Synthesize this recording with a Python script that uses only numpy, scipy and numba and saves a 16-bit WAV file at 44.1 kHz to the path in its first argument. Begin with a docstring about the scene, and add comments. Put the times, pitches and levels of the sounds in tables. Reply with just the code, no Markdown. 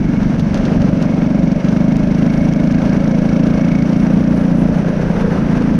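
"""The rapid thumping of a single-cylinder four-stroke go-kart, heard on board as it laps worn asphalt.
Each firing is a pressure impulse that rings the exhaust pipe and muffler; in the same cycle the airbox
gulps, the valve gear clatters and a metal guard buzzes. Beneath the engine the tyres roar and scrub
through a corner, the chain sizzles, grit ticks on the bodywork and wind buffets the microphone."""
import sys
import numpy as np
from scipy import signal
from scipy.fft import rfft, irfft
from scipy.io import wavfile
from numba import njit

SR = 44100
rng = np.random.default_rng(int(sys.argv[2]) if len(sys.argv) > 2 else 0)


def transcribe(signal):
    """Save signal, clipped to [-1, 1], as a 16-bit WAV file at the path in sys.argv[1]."""
    frames = np.atleast_2d(signal).T
    limited = np.clip(frames, -1, 1)
    pcm = np.round(limited * 32767).astype(np.int16)
    wavfile.write(sys.argv[1], SR, pcm)


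N = 255329
TIME = np.arange(N) / SR
FREQ = np.maximum(np.arange(N + 1) * SR / (2 * N), 1)


def undb(db):
    """Amplitude ratio of a level in decibels."""
    return 10 ** (np.asarray(db) / 20)


def unit(x):
    """Normalisation to an rms of one."""
    return x / np.sqrt(np.mean(x ** 2))


def curves(table):
    """Linear interpolation of each column in time."""
    times, *columns = np.transpose(table)
    return [np.interp(TIME, times, column) for column in columns]


def swells(table):
    """Sum of raised cosines, one for each (middle, length, height) row."""
    return sum(height * np.cos(np.pi * np.clip((TIME - middle) / length, -.5, .5)) ** 2
               for middle, length, height in table)


def through(x, response):
    """Linear filtering: the spectrum times a frequency response."""
    return irfft(rfft(x, 2 * N) * response)[:N]


def resonance(hz, width_hz):
    """Response of one damped mode."""
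    return 1 / (1 + 1j * (FREQ / hz - hz / FREQ) * hz / width_hz)


def below(hz, order):
    """Zero-phase low-pass response."""
    return 1 / (1 + (FREQ / hz) ** order)


def colour(points):
    """Spectral envelope through (f/Hz, level/dB) points, rolling off beyond both ends."""
    hz, db = np.transpose(points)
    octaves_under = np.maximum(np.log2(hz[0] / FREQ), 0)
    octaves_over = np.maximum(np.log2(FREQ / hz[-1]), 0)
    return undb(np.interp(np.log(FREQ), np.log(hz), db) - 13 * octaves_under - 24 * octaves_over)


def noise(response):
    """Filtered Gaussian noise of unit rms."""
    return unit(through(rng.standard_normal(N), response))


def walk(rate_hz):
    """Smooth random fluctuation of unit rms."""
    return noise(below(rate_hz, order=4))


@njit
def sweep(x, hz, width_hz):
    """State-variable band-pass with a moving centre frequency."""
    y, band_state, low_state = np.empty(len(x)), 0., 0.
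    for i in range(len(x)):
        gain, damping = np.tan(np.pi * hz[i] / SR), width_hz / hz[i]
        band = (band_state + gain * (x[i] - low_state)) / (1 + gain * (gain + damping))
        band_state = 2 * band - band_state
        low_state += 2 * gain * band
        y[i] = damping * band
    return y


# Spectrum of the buffeting: f/Hz, relative level/dB
WIND_SPECTRUM = [(10, -11.5), (25, -1.5), (50, -3.5), (75, -6.5), (110, -7), (200, 0), (400, -24.5)]
# Gusts: middle t/s, duration/s, rise/dB
GUSTS = [(.03, .35, 3.5), (.62, 1.45, 5), (4.15, .4, 4), (4.7, 0.27, 3.5), (5.22, 0.96, 4)]
def wind(level_db=-22):
    """Turbulence: eddies at the microphone make slow pressure fluctuations, stronger in gusts."""
    return noise(colour(WIND_SPECTRUM)) * undb(level_db + swells(GUSTS) + 0.98 * walk(28))


# Spectrum of the rushing air: f/Hz, relative level/dB
AIR_SPECTRUM = [(1500, -3.5), (2700, 3), (3300, -3), (4400, -4), (5200, -3.5), (5900, -2), (6400, -6.5),
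                (7300, -18.5), (9000, -23.5), (14000, -47.5)]
def rushing_air(speed_octaves, rise_db, level_db=-46, db_per_octave=2):
    """Flow noise: a hiss whose amplitude follows a power law of speed."""
    db = level_db + db_per_octave * speed_octaves + rise_db
    return noise(colour(AIR_SPECTRUM)) * undb(db + 1.1 * walk(200))


# Spectrum of the chain: f/Hz, relative level/dB
CHAIN_SPECTRUM = [(5000, -15), (7500, -4), (9500, 2.5), (11000, 1), (12000, -7), (13500, -12)]
# Bursts of sizzling: middle t/s, duration/s, rise/dB
SIZZLES = [(2.37, .3, 4), (4.0, 0.13, 5), (4.38, .2, 5), (4.6, .14, 7), (4.76, .14, 3), (5.2, .1, 3)]
def chain(speed_octaves, rise_db, level_db=-65.5, db_per_octave=14.5):
    """Mechanical noise: the chain's high sizzle grows steeply with speed."""
    db = level_db + db_per_octave * speed_octaves + rise_db + swells(SIZZLES)
    return noise(colour(CHAIN_SPECTRUM)) * undb(db + 2.2 * walk(300))


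# Spectra of the tyres' roar and scrub: f/Hz, relative level/dB
ROAR_SPECTRUM = [(150, -1), (340, 4.5), (430, 4), (520, 2), (660, 0), (740, -3.5), (950, -5.5), (1400, -19),
                 (3000, -27)]
SCRUB_SPECTRUM = [(600, -19), (1000, -6), (1300, 1), (1480, 0), (1640, 1.5), (1800, -4), (2050, -6),
                  (2700, -13.5), (3500, -21), (7000, -54)]
def tyres(speed_octaves, rise_db, bumps, roar_db=-28, scrub_db=-38, db_per_octave=7):
    """Rolling contact and friction: tyres on asphalt give a low roar and a higher scrub."""
    drive_db = db_per_octave * speed_octaves + rise_db
    roar = noise(colour(ROAR_SPECTRUM)) * undb(roar_db + drive_db + 1.8 * bumps)
    scrub = noise(colour(SCRUB_SPECTRUM)) * undb(scrub_db + drive_db + 0.92 * bumps + 2 * walk(130))
    return roar + scrub


# Rough asphalt, and the tyres' bite in a hard corner: middle t/s, duration/s, rise/dB
ROUGH_PATCHES = [(.28, 0.52, 2), (.65, 0.68, 3.5), (1.08, 0.61, 2), (1.68, .25, 2.5), (2.23, 0.49, 0.5),
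                 (2.87, 0.32, 3), (4.05, 0.9, 0.5)]
CORNERS = [(5.45, 1.86, 4)]
def rolling(speed_octaves):
    """Common modulation: speed, roughness, cornering and bumps move tyres, air and chain together."""
    bumps, rough_db, corner_db = walk(22), swells(ROUGH_PATCHES), swells(CORNERS)
    return (tyres(speed_octaves, rough_db + corner_db, bumps)
            + rushing_air(speed_octaves, rough_db + 0.71 * corner_db + 1.3 * bumps)
            + chain(speed_octaves, 0.7 * rough_db + 0.71 * corner_db + 1.4 * bumps))


# Stone strikes: t/s, level/dB, decay time T60/s
STONE_STRIKES = [(0.23, -26, .012), (0.396, -30, 0.055), (0.544, -23.5, 0.012), (0.551, -38, .12),
                 (0.575, -34, 0.043), (0.6523, -30, .06), (0.818, -32.5, 0.029), (1.0257, -28.5, 0.029),
                 (1.517, -35, 0.03), (1.645, -38, 0.08), (1.685, -34, .05), (1.7674, -32.5, 0.029),
                 (1.968, -33, 0.013), (2.536, -27, .012), (2.724, -32, 0.012)]
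# Spectrum of a strike: f/Hz, relative level/dB
STONE_SPECTRUM = [(1000, -10.5), (3000, 7), (4500, 1.5), (6300, 3.5), (7500, -19), (11000, -21),
                  (14000, -38)]
def grit():
    """Impact noise: stones flung from the tyres hit the bodywork, each tick decaying exponentially."""
    envelope = np.zeros(N)
    for t, db, t60 in STONE_STRIKES:
        start = int(t * SR)
        envelope[start:] += undb(db) * np.exp(-np.log(1000) * TIME[:N - start] / t60)
    return envelope * noise(colour(STONE_SPECTRUM))


def frame_hum(cycle, firing_hz, mode_hz=53.7, width_hz=4.7, resonant_db=-30.5):
    """Forced vibration: the crank, turning twice per firing, drives the frame through a resonance."""
    detuning = (2 * firing_hz - mode_hz) / (width_hz / 2)
    drive = np.sqrt(2) * np.sin(4 * np.pi * cycle)
    return drive * undb(resonant_db + 1.1 * walk(8.2)) / np.hypot(1, detuning)


def stroke(cycle, centre, sharpness):
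    """Periodic envelope: one swell per engine cycle, peaking at the fraction `centre`."""
    return unit(np.exp(sharpness * np.cos(2 * np.pi * (cycle - centre))))


# Shaking common to all the loose metal: t/s, level/dB
SHAKING = [(0, -55), (1, -50.5), (2.4, -45.5), (3.75, -44.5), (4.6, -53), (5.79, -59)]
# Spectrum of the valve clatter: f/Hz, relative level/dB
VALVE_SPECTRUM = [(700, -17), (1500, 0), (2600, 11), (3500, 2.5), (4800, 3), (5700, -10.5), (6400, -8),
                  (7400, -19), (11000, -22), (14000, -28.5)]
# Bouts in which the guard buzzes harder: middle t/s, duration/s, rise/dB
GUARD_BOUTS = [(.1, 1, 9.5), (1.38, 1, 4), (2.42, 0.64, 4), (3.7, 0.48, 7)]
def shaken_metal(cycle, tinkle_db=-5, clank_db=-1, guard_db=0.5):
    """Periodic excitation: valve gear clatters, plates tinkle and clank, and the guard buzzes."""
    shake_db, = curves(SHAKING)
    loose = cycle + .015 * walk(12)  # loose parts strike a little early or late
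    clatter = noise(colour(VALVE_SPECTRUM)) * stroke(loose, .16, 1.5) * undb(2.2 * walk(150))
    tinkle = noise(resonance(5690, 760) ** 2) * stroke(loose, .21, 2.3) * undb(walk(200))
    clank = noise(resonance(1600, 200) ** 2) * stroke(loose, .15, 4.5) * undb(2 * walk(40))
    buzz = noise(resonance(2202, 125) ** 2) * stroke(loose, .085, .65) * undb(2.1 * walk(250))
    side_load_db = 2.5 * swells(CORNERS)  # cornering makes the plates clank harder
    plates = undb(tinkle_db) * tinkle + undb(clank_db + side_load_db) * clank
    guard = undb(guard_db + swells(GUARD_BOUTS)) * buzz
    return undb(shake_db) * (clatter + plates + guard)


# Hollow note of the airbox: t/s, centre f/Hz, level/dB
AIRBOX_NOTE = [(0, 565, -43), (.7, 575, -27.5), (2.7, 594, -29.5), (3.15, 549, -26), (4.25, 556, -30),
               (4.8, 585, -27.5), (5.28, 460, -24), (5.55, 503, -35.5), (5.79, 534, -38)]
def intake(pulses, gulp_db=-4, width_hz=150.):
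    """Cavity resonance: airflow and a gulp per cycle sound the airbox, whose note drifts and dips."""
    hz, db = curves(AIRBOX_NOTE)
    air = rng.standard_normal(N) + undb(gulp_db) * unit(pulses)
    return undb(db) * unit(sweep(sweep(air, hz, width_hz), hz, width_hz))


# The driver eases off the throttle: middle t/s, duration/s, fraction closed
THROTTLE_LIFTS = [(.4, 0.85, 0.3), (1.6, .25, 0), (5.11, 1, 0.92)]
# Weak firings as the throttle moves: t/s, change of level/dB
STUMBLES = [(1.605, -8.5), (1.647, -1), (4.83, -2), (5.14, -2.5)]
def firings(cycle, valve_phase=.05, jitter_s=.00011, scatter_db=0.33, coasting_scatter_db=2.3):
    """Impulse train: the exhaust valve frees one slug of gas a cycle, uneven off the throttle."""
    times = np.interp(np.arange(int(cycle[-1]) + 1) + valve_phase, cycle, TIME)
    lateness, strength = rng.standard_normal((len(times), 2)).T
    closed = np.interp(times, TIME, swells(THROTTLE_LIFTS))
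    size_db = (scatter_db + coasting_scatter_db * closed ** 2) * strength
    for t, db in STUMBLES:
        size_db[np.argmin(abs(times - t))] += db
    onsets = np.clip((times + jitter_s * lateness) * SR, 0, N - 1).astype(int)
    pulses = np.zeros(N)
    pulses[onsets] = undb(size_db)
    return pulses


# Modes of the exhaust pipe: f/Hz, bandwidth/Hz, relative level/dB, polarity
PIPE_MODES = [(159.6, 42, 2.5, -1), (187.3, 70, -1.5, 1), (242.2, 18.6, -10, -1)]
def exhaust_response(muffler_hz=304, width_hz=60, cutoff_hz=350, echo_s=0.00653, echo=0.2):
    """Acoustic filters in series: pipe modes, a resonant low-pass muffler and the open tailpipe."""
    pipe = sum(sign * undb(db) * resonance(hz, width) for hz, width, db, sign in PIPE_MODES)
    muffler = resonance(muffler_hz, width_hz) * muffler_hz / (1j * FREQ) * below(cutoff_hz, order=14)
    open_end = 1 - echo * np.exp(-2j * np.pi * FREQ * echo_s)  # the reflected wave is inverted
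    radiation = 1 - below(102.3, order=10)  # a narrow outlet radiates little deep bass
    return pipe * muffler * open_end * radiation


def exhaust(pulses, boom_db=-15.5, upper_db=-17.5, flow_db=-29):
    """Impulse excitation: firings ring the exhaust over a steady gas flow, duller off the throttle."""
    closed = swells(THROTTLE_LIFTS)
    outlet = exhaust_response()
    low_share = below(225, order=16)
    boom = unit(through(pulses, outlet * low_share)) * undb(boom_db - 4 * closed)
    upper = unit(through(pulses, outlet * (1 - low_share)))
    # under load the slugs are steeper and drive the upper modes harder
    upper *= undb(upper_db - 14 * closed + 1.2 * walk(24))
    return boom + upper + undb(flow_db) * noise(outlet)


def engine(firing_hz):
    """Phase locking: one crank times the exhaust, intake, shaken metal and frame."""
    cycle = np.cumsum(firing_hz) / SR
    pulses = firings(cycle)
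    return exhaust(pulses) + intake(pulses) + shaken_metal(cycle) + frame_hum(cycle, firing_hz)


# Firing rate of the engine: t/s, f/Hz
FIRING_RATE = [(0.0, 23.79), (0.4, 23.86), (0.8, 23.69), (1.2, 23.99), (1.45, 23.61), (1.62, 23.65),
               (1.75, 25.16), (1.9, 26.21), (2.2, 26.42), (3.5, 28.17), (4.4, 29.17), (4.66, 28.68),
               (4.9, 29.32), (5.15, 28.22), (5.4, 27.99), (5.79, 27.45)]
def scene(cruise_hz=26.5):
    """Superposition: engine, rolling noise, grit and wind add at one point on the kart."""
    firing_hz, = curves(FIRING_RATE)
    speed_octaves = np.log2(firing_hz / cruise_hz)  # zero at cruising speed
    return (engine(firing_hz) + rolling(speed_octaves) + grit() + wind())[None]


def record(dry, ceiling=0.77, top_hz=13800):
    """Soft saturation rounds the highest peaks; a steep low-pass limits the bandwidth."""
    rounded = dry / (1 + (dry / ceiling) ** 8) ** (1 / 8)
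    return signal.sosfilt(signal.ellip(8, .2, 70, top_hz, fs=SR, output="sos"), rounded)


dry = scene()
out = record(dry)
transcribe(out)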